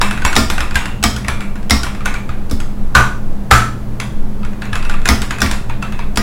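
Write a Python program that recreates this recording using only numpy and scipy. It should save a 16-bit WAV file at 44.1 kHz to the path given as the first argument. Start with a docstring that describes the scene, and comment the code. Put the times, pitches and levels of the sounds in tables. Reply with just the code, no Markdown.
"""A small, hard-walled room, the microphone close to a mechanical keyboard on a padded desk.
Air and ventilation rumble and hum underneath. Each key ticks in its switch, clacks in cap and plate
and thuds into the desk. Letter keys clack lightly and their springs ping, the space bar snaps and
shakes the case, and twice a wide, hollow key is slapped hard. The loudest blows overload the microphone."""
import sys
import numpy as np
from scipy import signal
from scipy.fft import rfft, irfft, next_fast_len
from scipy.io import wavfile

SR = 44100
rng = np.random.default_rng(int(sys.argv[2]) if len(sys.argv) > 2 else 0)


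def transcribe(signal):
    """Save signal, clipped to [-1, 1], as a 16-bit WAV file at the path in sys.argv[1]."""
    frames = np.atleast_2d(signal).T
    limited = np.clip(frames, -1, 1)
    pcm = np.round(limited * 32767).astype(np.int16)
    wavfile.write(sys.argv[1], SR, pcm)


N = 274302
T = np.arange(int(.6 * SR)) / SR  # seconds since a blow


def amp(db):
    """Decibels to gain."""
    return 10 ** (np.asarray(db) / 20)


def burst(x):
    """Scale to the energy of two milliseconds at rms 1."""
    return x * np.sqrt(.002 * SR / np.sum(x ** 2))


def along(points, hz):
    """(Hz, value) points read on a log axis."""
    freqs, values = np.transpose(points)
    return np.interp(np.log(hz + 1), np.log(freqs + 1), values)


def envelope(t60, rise):
    """A quick rise, then a decay of 60 dB in t60 seconds."""
    return (1 - np.exp(-T / rise)) * np.exp(-np.log(1000) * T / t60)


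def filtered(x, response):
    """Filter x by a gain that depends on frequency."""
    size = next_fast_len(len(x) + SR // 2)
    return irfft(rfft(x, size) * response(np.fft.rfftfreq(size, 1 / SR)), size)[:len(x)]


def noise(length, response):
    """Filtered noise at rms 1."""
    x = filtered(rng.standard_normal(length), response)
    return x / np.sqrt(np.mean(x ** 2) + 1e-20)


def resonance(length, hz, width):
    """A narrow band of noise: a rough, wavering tone."""
    return noise(length, lambda f: 1 / (1 + (2 * (f - hz) / width) ** 2))


def coloured(x, spectrum, size=32768):
    """Minimum-phase colouring: nothing sounds before the blow."""
    cepstrum = irfft(np.log(amp(along(spectrum, np.fft.rfftfreq(size, 1 / SR)))))
    cepstrum[1:size // 2] *= 2
    cepstrum[size // 2 + 1:] = 0
    return irfft(rfft(x, size) * np.exp(rfft(cepstrum)))[:len(x)]


def add(track, s, sound):
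    """Mix a sound into the track at s seconds."""
    start = max(round(s * SR), 0)
    track[start:start + len(sound)] += sound[:N - start]


# Air and rumble all around the microphone. Each row: frequency in Hz, relative level in dB.
AIR_SPECTRUM = [(20, -62.5), (32, -1.5), (45, 2), (60, 0), (85, -9.5), (125, -5.5), (160, -10),
                (210, -15.5), (260, -13), (400, -18.5), (1000, -26.5), (2500, -40), (5000, -46.5),
                (16000, -51.5)]
RUMBLE_SPECTRUM = [(2, -31), (6, -4.5), (11, 8.5), (16, 8), (24, -18), (40, -134), (100, -99)]
# The ventilation. Each row: pitch in Hz, width in Hz, level in dB.
VENT_TONES = [(32.14, 1, -36), (119.25, 4.6, -33), (204.1, 19, -30)]
def room_tone():
    """Steady air noise, a very deep rumble and the wavering drone of ventilation."""
    air = amp(-26) * noise(N, lambda f: amp(along(AIR_SPECTRUM, f)))
    rumble = amp(-14.5) * noise(N, lambda f: amp(along(RUMBLE_SPECTRUM, f)))
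    drone = sum(amp(db) * resonance(N, hz, width) for hz, width, db in VENT_TONES)
    return air + rumble + drone


# How long the room rings. Each row: frequency in Hz, t60 in seconds.
ROOM_DECAY = [(100, 1.56), (500, 0.36), (1500, 0.3918), (5000, 0.3953), (9000, 0.4), (16000, 0.33)]
# The colour of its answer. Each row: frequency in Hz, relative level in dB.
ROOM_COLOUR = [(60, -7.5), (250, 4), (700, 1), (1500, 0), (5000, 0), (16000, 0)]
def room_tail(x, wet_db):
    """The diffuse sound coming back from the hard walls, new for every blow."""
    hz, t, bands = signal.stft(rng.standard_normal(len(T)), SR, nperseg=256)
    decay = np.exp(-np.log(1000) * t / along(ROOM_DECAY, hz)[:, None])
    tail = signal.istft(bands * decay, SR, nperseg=256)[1][:len(T)]
    tail *= 1 - np.exp(-T / .0038)
    tail = coloured(tail / np.linalg.norm(tail), ROOM_COLOUR)
    return amp(wet_db) * signal.fftconvolve(x, tail)[:len(x)]


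# Surfaces near the microphone. Each row: delay in seconds, level in dB.
REFLECTIONS = [(.0025, -6.5), (.0092, -12.5), (0.0197, -19.5)]
def with_echoes(x):
    """The direct sound and its first echoes, whose paths vary a little from blow to blow."""
    heard = x.copy()
    for delay, db in REFLECTIONS:
        lag = int(delay * SR * rng.uniform(.9, 1.1))
        heard += amp(db) * np.pad(x, (lag, 0))[:len(x)]
    return heard


def click(spectrum):
    """A single clean impulse of the given colour."""
    return burst(coloured(1. * (T == 0), spectrum))


def crack(spectrum, t60, rise=.00033):
    """A short burst of contact noise."""
    return burst(coloured(rng.standard_normal(len(T)) * envelope(t60, rise), spectrum))


def ring(modes, scatter_db, detune, rise):
    """Damped modes; each blow scatters their strengths and pitches by the given amounts."""
    tones = np.zeros(len(T))
    for hz, db, t60 in modes:
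        strength, tuning, polarity = rng.standard_normal(3)
        tone = np.sign(polarity) * np.sin(2 * np.pi * hz * (1 + detune * tuning) * T)
        tones += amp(db + scatter_db * strength) * envelope(t60, rise) * tone
    return tones


def keycap(hz, t60):
    """Bending waves in the keycap: the high ones arrive first, so the pitch falls."""
    pitch = hz * (1 + .59 * np.exp(-T / .0013))
    return burst(np.sin(2 * np.pi * np.cumsum(pitch) / SR) * envelope(t60, rise=.012))


# Plastic on plastic, and the desk's many weak modes. Each row: frequency in Hz, relative level in dB.
CLACK_SPECTRUM = [(120, -18.5), (400, -16.5), (700, -4.5), (1000, -0.5), (1500, -1), (2500, -5.5),
                  (3000, -11.5), (3700, -9.5), (4600, -15.5), (8000, -44.5)]
KNOCK_SPECTRUM = [(30, -15.5), (70, 8.5), (150, -8.5), (300, -5.5), (500, -12.5), (900, -24), (2000, -37)]
# Small parts of cap and switch. 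Each row: pitch in Hz, relative level in dB, t60 in seconds.
SHELL_MODES = [(3370, 1.5, 0.017), (4290, -5.5, 0.0063), (4860, 4, 0.0087), (5765, -1, 0.017),
               (6640, 3.5, 0.014), (7630, 3, 0.013), (9070, -6, 0.021), (10130, -6.5, 0.023)]
def strokes(contacts, plate, tick_colour, desk, *, clack_db, tick_db, thud_db, plate_db, grit_db,
            overtone_db, knock_db, wet_db, cap_t60, clack_t60, tick_t60, thud_rise, focus_db):
    """Each contact ticks in the switch, clacks in keycap and plate, and thuds into the desk."""
    track = np.zeros(N)
    for s, clack_level, tick_level, thud_level, cap_hz in contacts:
        cap = keycap(cap_hz, cap_t60) + amp(overtone_db) * keycap(1.8 * cap_hz, cap_t60 / 2)
        # the cap drives the plate modes near its own pitch best: focus_db less for each octave away
        driven = [(hz, db - focus_db * abs(np.log2(hz / cap_hz)), t60) for hz, db, t60 in plate]
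        case = amp(plate_db) * burst(ring(driven, scatter_db=-1, detune=.027, rise=.001))
        shell = amp(-4) * burst(ring(SHELL_MODES, scatter_db=3, detune=.06, rise=.0005))
        clack_gain, tick_gain = amp(clack_level + clack_db), amp(tick_level + tick_db)
        # close to the microphone the struck cap stands out, with the grit of the contact
        direct = clack_gain * burst(cap + case + amp(grit_db) * crack(CLACK_SPECTRUM, clack_t60))
        direct += tick_gain * burst(shell + crack(tick_colour, tick_t60))
        # the room gathers sound from all directions, which evens out its spectrum
        radiated = clack_gain * burst(amp(-11) * cap + case + click(CLACK_SPECTRUM))
        radiated += tick_gain * burst(amp(-3) * shell + click(tick_colour))
        thud = ring(desk, scatter_db=0, detune=.0318, rise=thud_rise)
        thud += amp(knock_db) * crack(KNOCK_SPECTRUM, t60=.29, rise=.001)
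        add(track, s, with_echoes(direct) + room_tail(radiated, wet_db) + amp(thud_level + thud_db) * thud)
    return track


CAP_HZ = 1416  # an ordinary keycap
def light_contact(s, db):
    """A cap moving without a finger's weight behind it: time, clack, tick and thud levels, pitch."""
    return s, db, db - 10, db - 13, CAP_HZ


# The fingers are busy. Each row: start and end in seconds.
TYPING_SPELLS = [(.1, 2.5), (4.401, 6.1)]
def grazes(per_second=3):
    """Fingers brush neighbouring caps, faintly and by chance."""
    return [light_contact(rng.uniform(start, end), db=rng.normal(-34, 5))
            for start, end in TYPING_SPELLS for _ in range(round(per_second * (end - start)))]


def return_db(blow_db):
    """A harder blow is followed by a livelier return."""
    return -9 + .97 * blow_db


# A long-held key let go: time in seconds, relative clack, tick and thud levels in dB, cap pitch in Hz.
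MODIFIER_RELEASE = (4, -18, -23, -32, 1936)
# Letter keys, close up. Each row: start in seconds, relative strength and thud in dB, cap pitch in Hz,
# seconds held (0 when let up silently).
LETTER_PRESSES = [(.0142, -5.5, -18, 960, .0954), (.1748, -19.5, -36, 1470, 0),
                  (.2197, -18.5, -25, 1500, .117), (.2494, -5, -12, 935, .079), (.58, -14, -21, 1400, .129),
                  (.605, -12, -18, 1424, .14), (.7555, -8.5, -12, 1570, .1005),
                  (1.2463, -22.5, -24, 1910, 0), (1.2824, -11.5, -15, 1674, .124),
                  (1.8662, -18.5, -34, 970, .083), (2.0063, -24.5, -38, 1180, 0),
                  (2.0567, -11, -28, 1480, .084), (2.2917, -22, -19, 1215, 0),
                  (4.4313, -28, -31, 1270, .101), (4.6198, -19.5, -28, 1435, .034),
                  (4.73, -16.5, -17, 1620, .096), (4.7546, -14.5, -32, 1470, .096),
                  (4.896, -15.5, -33, 1420, 0), (4.94, -22, -27, 1220, .077), (5.0558, -10, -31, 1455, 0),
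                  (5.3073, -14, -25, 1540, .077), (5.461, -15, -31, 1730, 0), (5.6965, -20, -39, 935, 0),
                  (5.825, -16.5, -33, 1336, .098), (5.9913, -19.5, -41, 950, 0)]
def letter_contacts():
    """The fingertip meets the cap, the key lands, and it springs back."""
    contacts = [MODIFIER_RELEASE]
    for s, db, thud_db, cap_hz, held in LETTER_PRESSES:
        contacts.append(light_contact(s - .006, db - 20))
        tick_db = -2 + 1.65 * db + 4.5 * np.log2(cap_hz / CAP_HZ)  # hard blows and small caps are brighter
        contacts.append((s, db, tick_db, thud_db, cap_hz))
        if held:
            contacts.append(light_contact(s + held, return_db(db)))
    return contacts


def springs(coil_hz=2546):
    """A thin, rough ping lingers as a letter key lands or returns: close modes of the coil beat."""
    pings = [(MODIFIER_RELEASE[0], -37, 3330)]  # the long-held key has a stiffer spring
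    for s, db, _, cap_hz, held in LETTER_PRESSES:
        hz = coil_hz * (1 + .037 * rng.standard_normal())
        small_cap_db = 7 * np.log2(cap_hz / CAP_HZ)  # stronger under small, high caps
        pings.append((s, db - 19.5 + small_cap_db, hz))
        if held:  # the freed spring sings more readily
            pings.append((s + held, return_db(db) - 13.5 + small_cap_db, hz))
    track = np.zeros(N)
    for s, db, hz in pings:
        add(track, s, amp(db) * resonance(len(T), hz, width=160) * envelope(t60=.45, rise=.0013))
    return track


# Plate and desk under a light contact. Each row: pitch in Hz, relative level in dB, t60 in seconds.
LIGHT_PLATE_MODES = [(960, 3, 0.021), (1179, 2.5, 0.1), (1396, 14.5, 0.017), (1580, -29, 0.017),
                     (2020, -99, 0.01), (2350, -2, 0.17), (2630, 15, 0.018)]
LIGHT_DESK_MODES = [(60.8, 8, 0.16), (113.44, -3, 0.067), (238, -8.5, 0.071)]
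# The switch's tick. Each row: frequency in Hz, relative level in dB.
LIGHT_TICK_SPECTRUM = [(1800, 4), (3300, 5), (5000, 4), (6200, -2.5), (7700, 1), (9000, -4), (10300, -2),
                       (11500, -7.5), (16000, -16.5)]
def light_clacks(contacts):
    """Short, rounded clacks of small keys and other light contacts."""
    return strokes(contacts, LIGHT_PLATE_MODES, LIGHT_TICK_SPECTRUM, LIGHT_DESK_MODES,
                   clack_db=1.5, tick_db=4, thud_db=-2.5, wet_db=-.5,
                   plate_db=-7, grit_db=-6, overtone_db=-14.5, knock_db=-9, focus_db=0,
                   cap_t60=.022, clack_t60=.011, tick_t60=.017, thud_rise=.0022)


# Plate and desk under the space bar. Each row: pitch in Hz, relative level in dB, t60 in seconds.
BAR_PLATE_MODES = [(676, 9, 0.067), (774, -36, 0.12), (1186, 5, 0.13), (1371, 3, 0.21),
                   (1600, -34.5, 0.051), (1860, 2, 0.17), (2172, 3.5, 0.14)]
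BAR_DESK_MODES = [(65.6, 7, 0.29), (112.7, 2.5, 0.17), (215.9, 6.5, 0.22), (263, 2.5, 0.22),
                  (346, -17, 0.069)]
# The bar's tick. Each row: frequency in Hz, relative level in dB.
BAR_TICK_SPECTRUM = [(1800, -45), (3000, -8), (3800, -2), (4500, -3), (5300, 5), (6300, -7), (8000, -8.5),
                     (11000, -14.5), (16000, -18)]
# The space bar, close up. Each row: start in seconds, relative clack, tick and thud levels in dB,
# pitch in Hz, seconds held, relative return level in dB.
BAR_PRESSES = [(.3638, -3, -3, -7, 1792, .1365, -15), (1.0382, -4.5, -4.5, -12, 1260, .125, -25),
               (1.7074, -4, -3.5, -9, 1916, .1253, -19.5), (2.5117, -25, -22, -14.5, 1170, .09, -28),
               (5.088, -3, -5.5, -8, 1925, .13, -20), (5.4178, -6.5, -9, -11.5, 1390, .0944, -18.5),
               (6.1729, -7, -12, -13.5, 1410, .12, -20)]
def space_bar():
    """The long bar snaps brightly on its stabiliser and shakes the whole case."""
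    landings = [press[:5] for press in BAR_PRESSES]
    return strokes(landings, BAR_PLATE_MODES, BAR_TICK_SPECTRUM, BAR_DESK_MODES,
                   clack_db=1.5, tick_db=1, thud_db=-1.5, wet_db=-2.5,
                   plate_db=-2, grit_db=1, overtone_db=-36, knock_db=9, focus_db=2,
                   cap_t60=.02, clack_t60=.0081, tick_t60=.007, thud_rise=.021)


def bar_contacts():
    """The thumb ticks on the space bar just before it lands; let go, the bar clicks back up."""
    contacts = []
    for s, _, tick_db, _, _, held, back_db in BAR_PRESSES:
        travel_s = min(.008 * 10 ** (-tick_db / 39.5), .0145)  # a softer stroke descends more slowly
        contacts.append((s - travel_s, tick_db - 21, tick_db - 13.5, tick_db - 33, CAP_HZ))
        contacts.append((s + held, back_db + 1, back_db - .5, back_db, CAP_HZ))
    return [contact for contact in contacts if contact[0] < N / SR]


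# Plate and desk under the wide key. Each row: pitch in Hz, relative level in dB, t60 in seconds.
WIDE_PLATE_MODES = [(764, -7, 0.045), (825, -18, 0.055), (1054, -6.5, 0.034), (1170, 4, 0.024),
                    (1248, 2.5, 0.034), (1390, 10, 0.019), (1540, -7.5, 0.046), (1632, 3, 0.017),
                    (1810, -10, 0.048)]
WIDE_DESK_MODES = [(63.6, 1, 0.22), (123, -8, 0.513), (213.5, -11.5, 0.237), (344, -17, 0.025)]
# The wide key's tick. Each row: frequency in Hz, relative level in dB.
WIDE_TICK_SPECTRUM = [(1800, -13), (3200, -15), (4500, -2), (5300, 1.5), (7000, -1), (9000, -7.5),
                      (12000, -11.5), (16000, -22)]
# The hardest blows, close to the microphone.
# Each row: start in seconds, relative clack, tick and thud levels in dB, pitch in Hz.
WIDE_SLAPS = [(2.9508, 7, -10.5, -0.5, 1458), (3.511, 8, -6.5, 1.5, 1235)]
def slaps():
    """A wide key hit from high above rings hollow; the finger touches it just before it bottoms out."""
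    touches = np.array(WIDE_SLAPS) + [-.004, -25, -25, -25, 0]
    return strokes(np.vstack([touches, WIDE_SLAPS]), WIDE_PLATE_MODES, WIDE_TICK_SPECTRUM, WIDE_DESK_MODES,
                   clack_db=-1, tick_db=1.5, thud_db=3, wet_db=2.5,
                   plate_db=1.5, grit_db=-2.5, overtone_db=-27, knock_db=-14.5, focus_db=4,
                   cap_t60=.024, clack_t60=.031, tick_t60=.0098, thud_rise=.015)


def scene():
    """Keyboard and room at one close microphone."""
    typing = light_clacks(letter_contacts() + bar_contacts() + grazes())
    return (typing + space_bar() + slaps() + springs() + room_tone())[None]


def record(dry):
    """The microphone's input clips at full scale, and nothing is kept above 16 kHz."""
    clipped = np.clip(dry[0], -1, 1)
    return filtered(clipped, lambda hz: hz < 16000)[None]


dry = scene()
out = record(dry)
transcribe(out)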